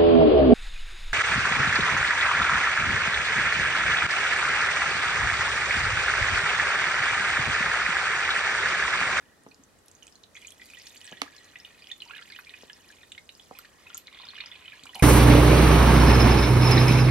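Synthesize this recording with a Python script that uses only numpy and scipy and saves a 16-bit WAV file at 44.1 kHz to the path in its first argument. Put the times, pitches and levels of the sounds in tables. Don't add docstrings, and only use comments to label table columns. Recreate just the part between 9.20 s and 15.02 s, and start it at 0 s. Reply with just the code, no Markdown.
import sys
import numpy as np
from scipy import signal
from scipy.fft import rfft, irfft, next_fast_len
from scipy.io import wavfile
from scipy.ndimage import uniform_filter1d

SR = 44100
rng = np.random.default_rng(int(sys.argv[2]) if len(sys.argv) > 2 else 0)


def unload_wav(signal):
    wavfile.write(
        sys.argv[1],
        SR,
        np.round(np.clip(np.atleast_2d(signal).T, -1, 1) * 32767).astype(np.int16),
    )


N = 256838


def gain_of(db):
    return 10 ** (np.asarray(db) / 20)


def unit_rms(x):
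    return x / np.sqrt(np.mean(x ** 2) + 1e-20)


def decay(t, t60, hold=1):
    return np.exp(-np.log(1000) * (t / t60) ** hold)


def curve_at(points, hz):
    f, value = np.transpose(points)
    return np.interp(np.log(hz + 1), np.log(f + 1), value)


def stereo_pair(a, b, likeness):
    return np.array([a, likeness * a + np.sqrt(1 - likeness ** 2) * b])


def place(mix, s, sound, pan_db=0):
    part = mix[:, max(round(s * SR), 0):][:, :len(sound)]
    part += gain_of([[pan_db / 2], [-pan_db / 2]]) * sound[:part.shape[1]]


# f/Hz, relative level/dB
ROOM_COLOUR = [(20, -50), (40, 0.5), (62, 0.5), (120, -1), (270, 0.5), (500, -1.5), (1000, -6.5),
               (1900, -7.5), (2200, -17.5), (4000, -14.5), (7000, -15.5), (10000, -18.5), (13500, -23.5),
               (16000, -23)]
# f/Hz, left-right correlation
ROOM_LIKENESS = [(40, 0.78), (120, 0.4), (500, 0.56), (2000, 0.017), (8000, 0.062)]


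def room_tone(air_db=-61, hum_db=-76.5, hum_hz=89.8):
    hz = np.fft.rfftfreq(N, 1 / SR)
    a, b, c = rfft(rng.standard_normal((3, N)))
    spectrum = stereo_pair(a, b, curve_at(ROOM_LIKENESS, hz))
    air = irfft(spectrum * gain_of(curve_at(ROOM_COLOUR, hz)), N)
    hum = irfft(c / (1 + ((hz - hum_hz) / 3) ** 2), N)
    return gain_of(air_db) * unit_rms(air) + gain_of(hum_db) * unit_rms(hum)


def bubble(hz, t60, rise=0.093, attack_cycles=0.5):
    t = np.arange(int(max(t60, 0.002) * SR)) / SR
    cycles = hz * (t + rise * t ** 2 / t60 / 2)
    attack = 1 - np.exp(-cycles / attack_cycles)
    return np.sin(2 * np.pi * cycles) * attack * decay(t, t60, hold=1.43)


# t/s, large bubbles/dB, small bubbles/dB, fine spray/dB
FLOW_SWELLS = [(0, -57.5, -64.5, -93), (.17, -67, -75.5, -90), (.3, -83, -75, -90), (.65, -82, -71, -82),
               (0.869, -82, -68, -61.5), (1.11, -87, -75, -84), (1.17, -81, -58.5, -61),
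               (1.31, -88, -56, -62.5), (1.355, -88, -67, -65.5), (1.45, -90, -60, -58.5),
               (1.6, -91, -51, -58), (1.74, -86, -61, -58), (1.899, -66, -55.5, -63.5),
               (2.07, -60, -58, -61.5), (2.3, -57.5, -57.5, -64), (2.62, -63, -56.5, -64),
               (2.789, -83, -64, -65), (2.91, -53, -54, -63.5), (3.0, -71, -61, -64.5),
               (3.06, -76, -54.5, -60), (3.16, -65, -57, -59.5), (3.24, -66, -57.5, -65),
               (3.37, -61, -53, -59.5), (3.53, -59.5, -61.5, -62), (3.76, -64, -58.5, -64.5),
               (4.06, -99, -75, -65), (4.22, -96, -63, -60), (4.3, -65, -64.5, -64), (4.4, -55, -55.5, -62),
               (4.55, -59, -66, -65), (4.74, -53.5, -51, -62), (4.85, -67, -65, -74),
               (4.95, -50.5, -52.5, -68), (5.2, -52, -51, -70), (5.301, -51.5, -53, -66.5),
               (5.58, -55, -55, -63), (5.72, -62, -58, -62.5), (5.82, -62, -54, -56)]
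# t/s, level/dB
PLUNGE_SWELLS = [(0, -67.5), (.18, -68), (.3, -81), (.65, -80), (1.1, -85), (1.6, -84), (1.85, -60),
                 (2.3, -62.5), (2.6, -65.5), (2.799, -92), (3.0, -68), (3.7, -67.5), (3.85, -78),
                 (4.05, -90), (4.3, -78), (4.5, -64.5), (4.801, -73), (5.3, -67.5), (5.82, -73)]
# t/s, level/dB
BURBLE_SWELLS = [(4.88, -90), (4.94, -60), (5.09, -61), (5.125, -65), (5.19, -55.5), (5.26, -61),
                 (5.29, -68), (5.33, -61), (5.55, -57), (5.62, -72), (5.82, -66)]


def swarm(flow, low_hz, high_hz, per_s, cycles, level_db, spread_db):
    out = np.zeros((2, N))
    for when, pitch, strength, side, ring in rng.random((int(per_s * N / SR), 5)):
        hz = low_hz * (high_hz / low_hz) ** pitch
        blip = gain_of(spread_db * strength ** 2) * bubble(hz, cycles * (0.5 + ring) / hz)
        place(out, when * N / SR, blip, 10 * (side - 0.5))
    power = uniform_filter1d(uniform_filter1d((out ** 2).mean(0), SR // 16), SR // 25)
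    levelled = out / np.sqrt(abs(power) + 1e-6)
    return levelled * gain_of(level_db + np.interp(np.arange(N) / SR, *flow))


def surges(depth_db=0.9, span_s=0.037):
    span = int(span_s * SR)
    wobble = uniform_filter1d(uniform_filter1d(rng.standard_normal(N), span), span)
    return gain_of(depth_db * unit_rms(wobble))


def strays(flow, low_hz, high_hz, per_s, level_db, spread_db):
    out = np.zeros((2, N))
    for k, (when, pitch, strength, side) in enumerate(rng.random((int(per_s * N / SR), 4))):
        s = (k + when) / per_s
        hz = low_hz * (high_hz / low_hz) ** pitch
        db = np.interp(s, *flow) + level_db - spread_db * strength
        cycles = 31 * (3000 / max(hz, 1500)) ** 0.14
        place(out, s, gain_of(db) * bubble(hz, cycles / hz), 10 * (side - 0.5))
    return out


# t/s, level/dB, brightest f/Hz, width as a share of f, t60/s
DROP_SLAPS = [(0.2356, -47, 7700, 0.18, 0.0042), (0.345, -41.5, 5430, 0.21, 0.0043),
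              (.437, -44, 7000, 0.33, 0.0027), (.588, -51, 7400, .1, .008),
              (0.66, -46.5, 10800, .08, 0.0076), (.6823, -37, 6000, 0.62, 0.0093),
              (0.714, -43, 7340, .12, .005), (0.8686, -34.5, 6540, 0.34, 0.0037),
              (1.0338, -44, 5670, 0.22, 0.003), (1.146, -44, 6800, 0.14, .005),
              (1.163, -45, 6570, .2, 0.0041), (1.192, -47, 8000, .4, 0.0076), (1.217, -43, 5000, .6, .009),
              (1.268, -41, 8500, .3, .014), (1.288, -39, 9000, .3, .007), (1.3044, -40, 7550, 0.5, 0.016),
              (1.321, -39, 10500, .25, .01), (1.3797, -48, 5440, .3, .008), (1.4341, -48, 4750, 0.23, .006),
              (1.441, -45, 5000, 0.54, .008), (1.4576, -42, 5800, .5, .008), (1.489, -45, 3560, .4, 0.0073),
              (1.5015, -40, 5500, 0.66, .005), (1.539, -44, 10000, .3, .005),
              (1.586, -46, 6000, .5, 0.0064), (1.614, -42, 4000, .45, .009), (1.6187, -43, 4600, .45, .007),
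              (1.668, -37, 5000, 0.46, 0.007), (1.684, -44, 9500, 0.28, 0.013),
              (1.696, -40, 7500, 0.18, .005), (1.746, -41, 3050, .2, 0.0097),
              (1.7595, -39, 2900, .25, .008), (1.7605, -50, 11300, .13, 0.0069),
              (1.807, -40, 3700, .3, .01), (1.8137, -41, 5570, 0.57, .006), (1.8767, -37, 3800, .5, .005),
              (1.893, -39, 3200, .4, .007), (1.914, -39.5, 6500, 0.21, 0.0084),
              (2.0185, -31.5, 9900, 0.21, 0.0057), (2.1645, -38.5, 5000, 0.39, 0.0064),
              (2.233, -50, 6500, 0.29, .01), (2.245, -42.5, 6450, 0.19, .006),
              (2.3133, -45, 5960, 0.28, .008), (2.387, -45, 6900, .15, .006),
              (2.456, -47, 12500, .12, .005), (2.671, -47, 4880, .35, 0.0045),
              (2.78, -44, 9100, 0.43, 0.0051), (2.821, -41.5, 7000, 0.68, 0.0034),
              (2.8516, -42.5, 5050, .3, .015), (2.9655, -49, 11000, .25, .008),
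              (3.0128, -44, 5500, 0.39, .004), (3.188, -39, 12850, 0.14, 0.0037),
              (3.195, -41, 12900, 0.11, 0.0056), (3.2483, -40.5, 4880, .2, .006),
              (3.5318, -41, 5400, .3, 0.0036), (3.684, -46.5, 8000, 0.4, 0.0053),
              (3.7142, -45, 8000, .45, 0.0055), (3.759, -45, 6450, .2, 0.0057),
              (3.9211, -40, 7460, .15, 0.0046), (3.979, -38, 3200, 0.28, 0.0092),
              (4.091, -42, 3500, 0.27, 0.0089), (4.3876, -28.5, 12900, 0.12, 0.0036),
              (4.388, -34.5, 4400, 0.89, .004), (4.7723, -36, 7200, 0.35, 0.0035),
              (4.778, -22, 12400, 0.13, 0.0055), (4.7785, -39, 4800, .8, 0.038),
              (4.9275, -38, 2950, 0.42, 0.0087), (4.9728, -39, 2400, .45, .007),
              (5.0678, -38, 3030, .35, .01), (5.1448, -41, 2900, .5, .007), (5.1814, -41, 2300, 0.61, .012),
              (5.2055, -38, 3000, .35, 0.0031), (5.302, -47, 3120, .4, 0.0053),
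              (5.391, -42, 2480, .3, .007), (5.6367, -38, 3900, 0.13, 0.0056),
              (5.6567, -38.5, 5500, 0.94, 0.0021), (5.747, -33.5, 4800, 0.4, 0.01),
              (5.7533, -26.5, 3770, 0.14, 0.0029), (5.7543, -29.5, 10400, 0.25, 0.0076),
              (5.794, -33, 9900, 0.036, 0.011), (5.797, -35, 11500, 0.29, 0.007)]


def slaps(level_db=-1, splash_db=-20, attack_s=0.00042, soft_hz=9000):
    out = np.zeros((2, N))
    t = np.arange(2048) / SR
    hz = np.fft.rfftfreq(len(t), 1 / SR)
    splash = gain_of(splash_db) * hz / (hz + 1200) / (1 + (hz / soft_hz) ** 2)
    attack = 1 - np.exp(-t / attack_s)
    for s, db, peak_hz, width, t60 in DROP_SLAPS:
        colour = np.exp(-(np.log((hz + 1) / peak_hz) / width) ** 2) + splash
        burst = irfft(rfft(rng.standard_normal(len(t))) * colour) * attack * decay(t, t60)
        place(out, s, gain_of(db + level_db) * burst / abs(burst).max())
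    return out


def bumps(events, release_s, depth):
    kicks = np.zeros(N)
    for s, db, *_ in events:
        kicks[int(s * SR)] += gain_of(db / 2)
    envelope = signal.lfilter([1], [1, -np.exp(-1 / (release_s * SR))], kicks)
    return 1 + depth * envelope / kicks.max()


def spatter():
    return bumps(DROP_SLAPS, release_s=0.011, depth=2.8)


# f/Hz, level/dB, t60/s
WALL_MODES = [(160, -1.5, 0.016), (362, -3, 0.024), (454, -2, 0.03), (676, 1, 0.026), (864, 7.5, 0.012),
              (1167, 11, 0.012), (1430, -4.5, 0.01), (1520, -34, 0.018), (2180, 12, 0.0091),
              (2750, 11.5, 0.0076), (3520, 15.5, 0.0028), (4440, 11.5, 0.0073), (5900, 18.5, 0.0016)]
# t/s, level/dB, brightness corner/Hz, lowest tone/Hz,
# hollow level/dB, hollow f/Hz, hollow t60/s, pan/dB
BOTTLE_POPS = [(0.2632, -38.5, 520, 173, -54.5, 265.6, 0.17, 0),
               (0.2644, -47, 2600, 900, -54, 318, 0.056, 0), (.269, -43.5, 1150, 330, -51, 424, 0.07, 0),
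               (.393, -63, 302, 298, -47, 260, 0.053, -2), (1.917, -41, 746, 140, -46, 176, 0.058, 5),
               (1.925, -38, 654, 169, -48.5, 243, .055, 1),
               (2.0176, -12.5, 6200, 490, -31.5, 273, 0.051, -6),
               (3.4322, -42, 494, 383, -60, 253, .055, 4), (4.31, -34, 766, 166, -62, 233, 0.043, -3),
               (4.3139, -40, 730, 265, -46, 760, 0.067, -2), (5.634, -51, 252, 133, -52, 258, 0.067, 0),
               (5.757, -52, 300, 130, -52, 217, 0.052, 0)]


def bottle_pops():
    out = np.zeros((2, N))
    t = np.arange(SR // 5) / SR
    for s, db, corner_hz, low_hz, hollow_db, hollow_hz, hollow_t60, pan_db in BOTTLE_POPS:
        pop = np.zeros(len(t))
        for k, (hz, mode_db, t60) in enumerate(WALL_MODES):
            push = (-1) ** k / np.sqrt(1 + (hz / corner_hz) ** 6)
            pop += push * gain_of(mode_db) * np.sin(2 * np.pi * hz * t) * decay(t, t60)
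        pop = signal.lfilter(*signal.butter(3, low_hz * 0.7, "high", fs=SR), pop)
        place(out, s, gain_of(db) * pop / abs(pop).max(), pan_db)
        hollow = bubble(hollow_hz, hollow_t60, rise=0.1, attack_cycles=1.5)
        place(out, s, gain_of(hollow_db) * hollow)
    return out


def tick(noise, hz, t60=0.0033):
    burst = noise * decay(np.arange(len(noise)) / SR, t60)
    burst = signal.lfilter(*signal.butter(4, [0.54 * hz, 1.48 * hz], "band", fs=SR), burst)
    return burst / abs(burst).max()


# t/s, f/Hz, level/dB, t60/s, pan/dB
CLEAR_BUBBLES = [(0.287, 5900, -47.5, 0.0066, -1), (0.3122, 4280, -46, 0.0082, -4),
                 (0.3147, 2400, -47.5, 0.016, -6), (0.437, 6080, -42, 0.0052, -1),
                 (0.7153, 7210, -44, 0.003, -7), (0.7513, 6370, -41.5, 0.0059, -9),
                 (0.8248, 3025, -42, 0.013, -7), (0.8294, 6270, -41.5, 0.006, -8),
                 (0.8364, 2670, -44, 0.0058, -11), (0.8666, 2520, -53, 0.019, -9),
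                 (0.879, 3170, -42, 0.0046, -9), (0.8789, 7800, -47, 0.006, -9),
                 (0.9244, 5200, -45.5, 0.0068, 10), (0.9552, 4140, -46.0, 0.013, -2),
                 (0.9552, 6400, -46, 0.0049, -13), (1.0343, 6220, -48, 0.007, -1),
                 (1.0373, 3780, -36.5, 0.0054, -6), (1.1521, 2230, -34.5, 0.0097, -4),
                 (1.1552, 6460, -42, 0.0044, 5), (1.166, 3310, -39.5, 0.011, -12),
                 (1.1664, 2300, -41.5, 0.011, -5), (1.1719, 2060, -39, 0.015, -4),
                 (1.1719, 6300, -42, 0.004, 1), (1.222, 2290, -42, 0.012, -4),
                 (1.224, 2900, -42, 0.0078, -6), (1.2475, 2376, -37.5, 0.017, -4),
                 (1.272, 7800, -38, 0.0071, 7), (1.2712, 6680, -33, 0.0071, -4),
                 (1.281, 3110, -41.5, 0.015, -7), (1.3063, 5710, -42.5, 0.0037, 11),
                 (1.32, 3280, -44, 0.011, -8), (1.3971, 1960, -44, 0.018, -5),
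                 (1.4158, 2300, -39.5, 0.016, -3), (1.4162, 3200, -37, 0.0043, -6),
                 (1.4172, 1980, -41, 0.02, -5), (1.458, 4540, -44, 0.008, -1),
                 (1.5004, 2380, -37.5, 0.0061, -5), (1.502, 5470, -51, 0.003, -4),
                 (1.535, 2430, -35.5, 0.0085, -4), (1.5476, 2980, -40.5, 0.009, -9),
                 (1.5712, 3420, -38.5, 0.0056, -9), (1.5708, 1915, -43.5, 0.037, -6),
                 (1.587, 6500, -35, 0.0022, -1), (1.599, 4780, -35, 0.0035, 3),
                 (1.6177, 5070, -41.5, 0.01, 5), (1.658, 6720, -44, 0.0081, -9),
                 (1.6688, 3610, -40, 0.0035, -9), (1.669, 4300, -32.5, 0.005, -3),
                 (1.67, 1800, -44, 0.011, -8), (1.67, 5450, -42, 0.009, 15),
                 (1.7054, 3560, -38.5, 0.0057, -5), (1.768, 4400, -40, 0.0091, -1),
                 (1.776, 7100, -38.5, 0.0094, -3), (1.779, 5900, -53, 0.006, 3),
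                 (1.8141, 5640, -45, 0.005, 10), (1.8145, 2970, -38, 0.0079, -6),
                 (1.844, 8000, -37, 0.006, -7), (1.854, 7800, -34.5, 0.0074, -2),
                 (1.8676, 5640, -40, 0.0066, 8), (1.8761, 1847, -42.5, 0.027, -5),
                 (1.8761, 3000, -34.5, 0.0046, -5), (1.887, 3360, -39, 0.0067, -4),
                 (1.888, 1860, -45, 0.013, 1), (1.9232, 3030, -32.5, 0.005, -4),
                 (1.9244, 2460, -35, 0.0054, -4), (1.928, 1670, -43, 0.035, -3),
                 (1.9708, 3420, -40, 0.011, -7), (1.975, 1860, -41, 0.015, -5),
                 (2.0638, 1200, -41.5, 0.01, 9), (2.0775, 1680, -40, 0.018, 2),
                 (2.166, 5200, -36, 0.0028, 8), (2.181, 4010, -41.5, 0.011, -1),
                 (2.3566, 2660, -32, 0.0066, -2), (2.357, 1955, -37.0, 0.02, -5),
                 (2.4, 5180, -37, 0.0091, 2), (2.449, 3610, -38.5, 0.01, -2),
                 (2.4488, 2860, -35.5, 0.013, -2), (2.622, 2390, -43, 0.016, 0),
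                 (2.621, 4700, -43, 0.012, -6), (2.642, 3150, -41.5, 0.012, -7),
                 (2.671, 3160, -33.5, 0.0039, -3), (2.671, 4860, -38.5, 0.004, 7),
                 (2.6913, 2370, -41.5, 0.013, -4), (2.701, 2900, -34.5, 0.0075, -4),
                 (2.7129, 1846, -40, 0.026, -4), (2.714, 4330, -40, 0.0033, 5),
                 (2.716, 6600, -42.5, 0.0052, -13), (2.7155, 3480, -27, 0.016, -3),
                 (2.732, 3300, -46, 0.008, -2), (2.8025, 3940, -39.5, 0.018, 4),
                 (2.8037, 3270, -40.5, 0.013, -9), (2.8202, 2890, -26.5, 0.0089, -4.5),
                 (2.8601, 950, -49.5, 0.067, -1), (2.8766, 4530, -43, 0.0073, 1),
                 (2.8959, 1080, -44.5, 0.023, -7), (2.8977, 2450, -45, 0.028, -8),
                 (2.908, 1386, -36, 0.023, -5), (2.9096, 2630, -32, 0.01, -6),
                 (2.9137, 1164, -54, 0.02, -4), (2.934, 1625, -40.5, 0.034, -6),
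                 (2.935, 2300, -43, 0.018, -7), (2.948, 2500, -33, 0.0056, -9),
                 (2.9512, 3070, -35.5, 0.01, -8), (2.9609, 2570, -40, 0.013, -3),
                 (2.963, 1700, -39.5, 0.026, -8), (2.9683, 3800, -37, 0.01, -3),
                 (2.9693, 2100, -36, 0.007, -3), (2.981, 2790, -38.5, 0.019, -3),
                 (2.9805, 3370, -37, 0.004, -8), (2.9818, 1570, -42, 0.018, -7),
                 (2.991, 1380, -46.5, 0.03, -4), (2.991, 2020, -33.5, 0.007, -3),
                 (3.013, 4270, -37, 0.003, -6), (3.0127, 1360, -43, 0.025, -2),
                 (3.022, 3130, -40, 0.012, -9), (3.023, 1700, -39, 0.013, -3),
                 (3.027, 4670, -40, 0.0058, 2), (3.1008, 2380, -42, 0.011, -4),
                 (3.1007, 4460, -41.5, 0.0098, 4), (3.101, 1734, -42.5, 0.044, -3),
                 (3.1219, 2126, -39, 0.026, -6), (3.1217, 3830, -33.5, 0.0048, 1),
                 (3.122, 4900, -40, 0.003, -5), (3.1357, 3670, -41, 0.007, -9),
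                 (3.1476, 2450, -40, 0.017, -4), (3.1618, 1820, -41, 0.019, -5),
                 (3.162, 2970, -31.5, 0.0062, -6), (3.1892, 1520, -28.5, 0.0072, -3.5),
                 (3.1915, 2480, -45.5, 0.025, -5), (3.2695, 2340, -37.5, 0.014, -2),
                 (3.2946, 3480, -30.5, 0.003, -5), (3.3038, 1860, -39.5, 0.0072, -4),
                 (3.3388, 2430, -35, 0.015, -9), (3.342, 1780, -35, 0.007, -6),
                 (3.423, 5150, -40.5, 0.005, 5), (3.4983, 3010, -33.5, 0.0076, -5),
                 (3.4998, 1710, -37.5, 0.019, -1), (3.5316, 5080, -34, 0.0059, -1),
                 (3.69, 5100, -45.5, 0.007, 10), (3.7021, 1680, -43.5, 0.024, 0),
                 (3.8143, 2400, -46.5, 0.013, 0), (3.831, 3550, -42, 0.0098, -2),
                 (3.8327, 1805, -43.5, 0.018, -5), (3.919, 3580, -30, 0.0055, -2),
                 (3.921, 2820, -36.5, 0.009, -5), (3.921, 7200, -36, 0.005, -8),
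                 (3.949, 2980, -39, 0.0046, -6), (3.9509, 2590, -38, 0.0026, -6),
                 (3.9784, 2106, -35.5, 0.02, -4), (3.9819, 3700, -31.5, 0.002, -2),
                 (4.0915, 3800, -35, 0.012, -4), (4.092, 2780, -33.5, 0.0053, -3),
                 (4.151, 5100, -40.5, 0.0058, 1), (4.1972, 3280, -38.5, 0.0083, -5),
                 (4.35, 2445, -48.5, 0.024, -9), (4.3726, 2390, -48, 0.011, -11),
                 (4.3897, 4070, -35.5, 0.0031, -7), (4.3906, 1380, -39.5, 0.016, 2),
                 (4.4156, 6050, -54, 0.006, 3), (4.4483, 1810, -39.5, 0.014, 2),
                 (4.4532, 3080, -31, 0.0018, -5), (4.6684, 2600, -39.5, 0.029, -3),
                 (4.697, 5340, -36, 0.0022, 2), (4.7, 1405, -46.5, 0.041, 2), (4.7027, 2980, -33, 0.004, 2),
                 (4.745, 5460, -33, 0.0011, -1), (4.7457, 6760, -25, 0.0056, -2),
                 (4.746, 7400, -30, 0.0043, -6), (4.7494, 1350, -43, 0.022, 2),
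                 (4.7566, 3030, -46, 0.0045, -3), (4.758, 4970, -47, 0.0057, -10),
                 (4.771, 6700, -25, 0.0015, 4), (4.777, 3160, -37.5, 0.006, -4),
                 (4.871, 3870, -30.5, 0.006, 0), (4.8802, 2170, -34.5, 0.009, -3),
                 (4.928, 3570, -42, 0.0055, -5), (4.9469, 3370, -34, 0.0044, -3),
                 (4.9717, 2140, -42, 0.011, -3), (4.9886, 3370, -35, 0.0085, -2),
                 (4.999, 1040, -45, 0.025, -9), (4.999, 3700, -36, 0.0055, -2),
                 (5.0174, 3430, -37, 0.005, -3), (5.0173, 4130, -39, 0.009, 3),
                 (5.032, 953, -45, 0.023, -7), (5.0403, 3600, -41, 0.015, -7),
                 (5.0526, 4910, -39, 0.009, 6), (5.0687, 3400, -38, 0.0083, -3),
                 (5.069, 1040, -41.5, 0.012, -4), (5.087, 4140, -32.5, 0.015, 0),
                 (5.1048, 3500, -32, 0.0051, -6), (5.109, 5630, -50, 0.009, 2),
                 (5.1343, 1060, -43, 0.016, -5), (5.151, 2100, -40, 0.011, -5),
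                 (5.155, 3220, -35.5, 0.007, -4), (5.1646, 2940, -35.5, 0.009, -5),
                 (5.167, 5540, -43, 0.0069, -1), (5.179, 1726, -38.5, 0.025, -5),
                 (5.181, 2400, -41, 0.021, -2), (5.184, 2830, -39, 0.017, -4),
                 (5.185, 3830, -35, 0.0056, -1), (5.2032, 2330, -27.5, 0.011, -4),
                 (5.2055, 3680, -30, 0.013, -5), (5.207, 4180, -34, 0.015, -4),
                 (5.2076, 2050, -38, 0.01, -5), (5.215, 2800, -44, 0.016, -3),
                 (5.2167, 2420, -39, 0.006, -4), (5.2258, 2450, -47, 0.02, -3),
                 (5.2377, 950, -46.5, 0.014, -9), (5.237, 5500, -44, 0.0033, 3),
                 (5.2386, 2550, -32, 0.005, -5), (5.2425, 3050, -41, 0.014, -5),
                 (5.2603, 4930, -32.5, 0.011, 3), (5.2707, 2030, -36.5, 0.007, -5),
                 (5.3158, 3420, -33.5, 0.017, -3), (5.3207, 1990, -34.5, 0.0063, -6),
                 (5.3551, 2370, -40, 0.015, -3), (5.3554, 3100, -41, 0.01, -5),
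                 (5.4463, 2430, -44, 0.014, -2), (5.4577, 3040, -35, 0.0085, -2),
                 (5.4798, 3070, -35.5, 0.014, -4), (5.4803, 2340, -36, 0.0086, -4),
                 (5.499, 3240, -40, 0.0065, -3), (5.5213, 2327, -36.0, 0.016, -4),
                 (5.5308, 1696, -43, 0.04, -2), (5.5942, 3160, -38, 0.0062, -5),
                 (5.6353, 6960, -37.5, 0.004, -6), (5.6367, 3720, -34.5, 0.0059, -5),
                 (5.641, 5900, -53, 0.006, -6), (5.6556, 1030, -37.5, 0.0091, -6),
                 (5.656, 1400, -43, 0.018, -2), (5.6552, 6270, -36, 0.0012, -1),
                 (5.6555, 7500, -34, 0.0022, -2), (5.666, 2830, -44, 0.016, -3),
                 (5.668, 2340, -41.5, 0.024, -3), (5.6915, 1000, -46.5, 0.027, -1),
                 (5.6923, 2990, -37, 0.013, -4), (5.7336, 1870, -41, 0.014, -5),
                 (5.7452, 4070, -38.5, 0.013, -6), (5.7517, 910, -34.5, 0.014, -7),
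                 (5.7533, 4120, -32, 0.0034, 5), (5.7548, 788, -41, 0.0089, 0),
                 (5.756, 2906, -32.5, 0.016, -3), (5.7608, 835, -31, 0.016, -1),
                 (5.7715, 775, -37.5, 0.022, -4), (5.7838, 2210, -45, 0.013, -5),
                 (5.7971, 2354, -28.5, 0.013, -4.5), (5.7928, 793, -35.5, 0.024, -2),
                 (5.809, 980, -43, 0.02, -4)]


def plinks(level_db=-0.64, tick_db=-9, shard_db=-12, shard_delay_s=0.0045, shard_spread=0.448):
    out = np.zeros((2, N))
    draws = rng.random((len(CLEAR_BUBBLES), 3))
    noises = rng.standard_normal((len(CLEAR_BUBBLES), 400))
    for (s, hz, db, t60, pan_db), (climb, late, detune), noise in zip(CLEAR_BUBBLES, draws, noises):
        gain = gain_of(db + level_db)
        ring = bubble(hz, t60, rise=0.096 * (0.5 + climb), attack_cycles=1.1)
        shard = bubble(hz * (1 + shard_spread * (detune - 0.5)), t60, attack_cycles=1.1)
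        place(out, s, gain * ring, pan_db)
        place(out, s, gain * gain_of(tick_db) * tick(noise, hz), pan_db)
        place(out, s + shard_delay_s * (0.5 + late), gain * gain_of(shard_db) * shard, pan_db)
    return out


def spurts(span_s=0.12):
    churn = bumps(CLEAR_BUBBLES, release_s=0.0037, depth=2.7)
    return churn / uniform_filter1d(churn, int(span_s * SR))


# f/Hz, width/Hz, level/dB
BOWL_MODES = [(1390, 44, -7.5), (1680, 94, -17), (2040, 30, -16), (2404, 57, -16), (3040, 47, -16),
              (3023, 140, -8.5), (3605, 54, -3.5), (3940, 42, -13), (4070, 27, -9)]


def bowl(x):
    return x + sum(gain_of(db) * signal.lfilter(*signal.iirpeak(hz, hz / width, fs=SR), x)
                   for hz, width, db in BOWL_MODES)


def delayed(x, left_s, right_s):
    hz = np.fft.rfftfreq(next_fast_len(N + SR // 10), 1 / SR)
    shift = np.exp(-2j * np.pi * hz * np.array([[left_s], [right_s]]))
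    return irfft(rfft(x, 2 * (len(hz) - 1)) * shift)[:, :N]


def tail(x, t60s, likeness, predelay_s):
    noise = stereo_pair(*rng.standard_normal((2, SR // 2)), likeness)
    hz, t, bands = signal.stft(noise, SR, nperseg=128)
    _, response = signal.istft(bands * decay(t, curve_at(t60s, hz)[:, None]), SR, nperseg=128)
    response /= np.linalg.norm(response[0])
    response = np.pad(response, ((0, 0), (int(predelay_s * SR), 0)))
    return signal.fftconvolve(x, response, axes=1)[:, :N]


# left delay/s, right delay/s, relative gain
WALL_ECHOES = [(.00075, 0.00048, -0.012), (.0014, 0.0023, -0.56), (.0026, 0.0012, -0.12),
               (.0036, 0.0038, -0.072), (.0052, .0051, .27), (.0067, .0069, -0.23), (.0084, 0.0067, 0.21)]
# f/Hz, t60/s
ROOM_DECAY = [(200, 0.37), (1000, 0.17), (4000, 0.18), (14000, 0.12)]


def tank(x, left_lag_s, walls_db, flutter_db, room_db):
    direct = delayed(x, left_lag_s, 0)
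    echoes = sum(gain * delayed(x, left_s, right_s) for left_s, right_s, gain in WALL_ECHOES)
    flutter = tail(x, [(500, 0.074), (8000, 0.026)], likeness=0.36, predelay_s=0.0018)
    room = tail(x, ROOM_DECAY, likeness=0.051, predelay_s=0.01)
    return direct + gain_of(walls_db) * echoes + gain_of(flutter_db) * flutter + gain_of(room_db) * room


def scene():
    s, large_db, small_db, fine_db = np.transpose(FLOW_SWELLS)
    large, small, fine = (s, large_db), (s, small_db), (s, fine_db)
    plunging, fullest = np.transpose(PLUNGE_SWELLS), np.transpose(BURBLE_SWELLS)
    gurgle = swarm(large, 932, 1706, per_s=220, cycles=21, level_db=-12.5, spread_db=20)
    plunge = swarm(plunging, 1677, 1929, per_s=600, cycles=124, level_db=-1.2, spread_db=26)
    trickle = swarm(small, 2037, 4440, per_s=1000, cycles=23, level_db=-6, spread_db=25.5)
    patter = swarm(small, 1880, 4480, per_s=450, cycles=14, level_db=-8.5, spread_db=24)
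    burble = swarm(fullest, 1890, 4200, per_s=700, cycles=19, level_db=-3, spread_db=16)
    spray = swarm(fine, 4480, 8450, per_s=700, cycles=21, level_db=-5, spread_db=23)
    mist = swarm(fine, 6450, 13540, per_s=1300, cycles=10.6, level_db=-7, spread_db=36)
    churned = spurts() * (gurgle + trickle + patter + burble + spray)
    froth = surges() * (churned + spatter() * mist + plunge)
    blips = strays(small, 1950, 4160, per_s=12, level_db=5.5, spread_db=21)
    pips = strays(fine, 4360, 7100, per_s=14, level_db=1.5, spread_db=7)
    water = bowl(plinks() + (blips + pips + froth) * gain_of([[-1.4], [1.3]]))
    splashes = slaps() * gain_of([[-1.8], [1.4]])
    return (tank(water, left_lag_s=0.000048, walls_db=-16, flutter_db=-5.5, room_db=-11.5)
            + tank(splashes, left_lag_s=0.00002, walls_db=-12.5, flutter_db=-10, room_db=-13)
            + tank(bowl(bottle_pops()), left_lag_s=0.0002, walls_db=-25, flutter_db=-13, room_db=-15.5)
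            + room_tone())


def record(dry, soft_hz=15000, edge_hz=16000):
    softened = signal.sosfilt(signal.butter(5, soft_hz, fs=SR, output="sos"), dry)
    high_cut = signal.firwin(511, edge_hz, window=("kaiser", 9), fs=SR)
    return signal.oaconvolve(softened, high_cut[None], "same")


dry = scene()
out = record(dry)
unload_wav(out)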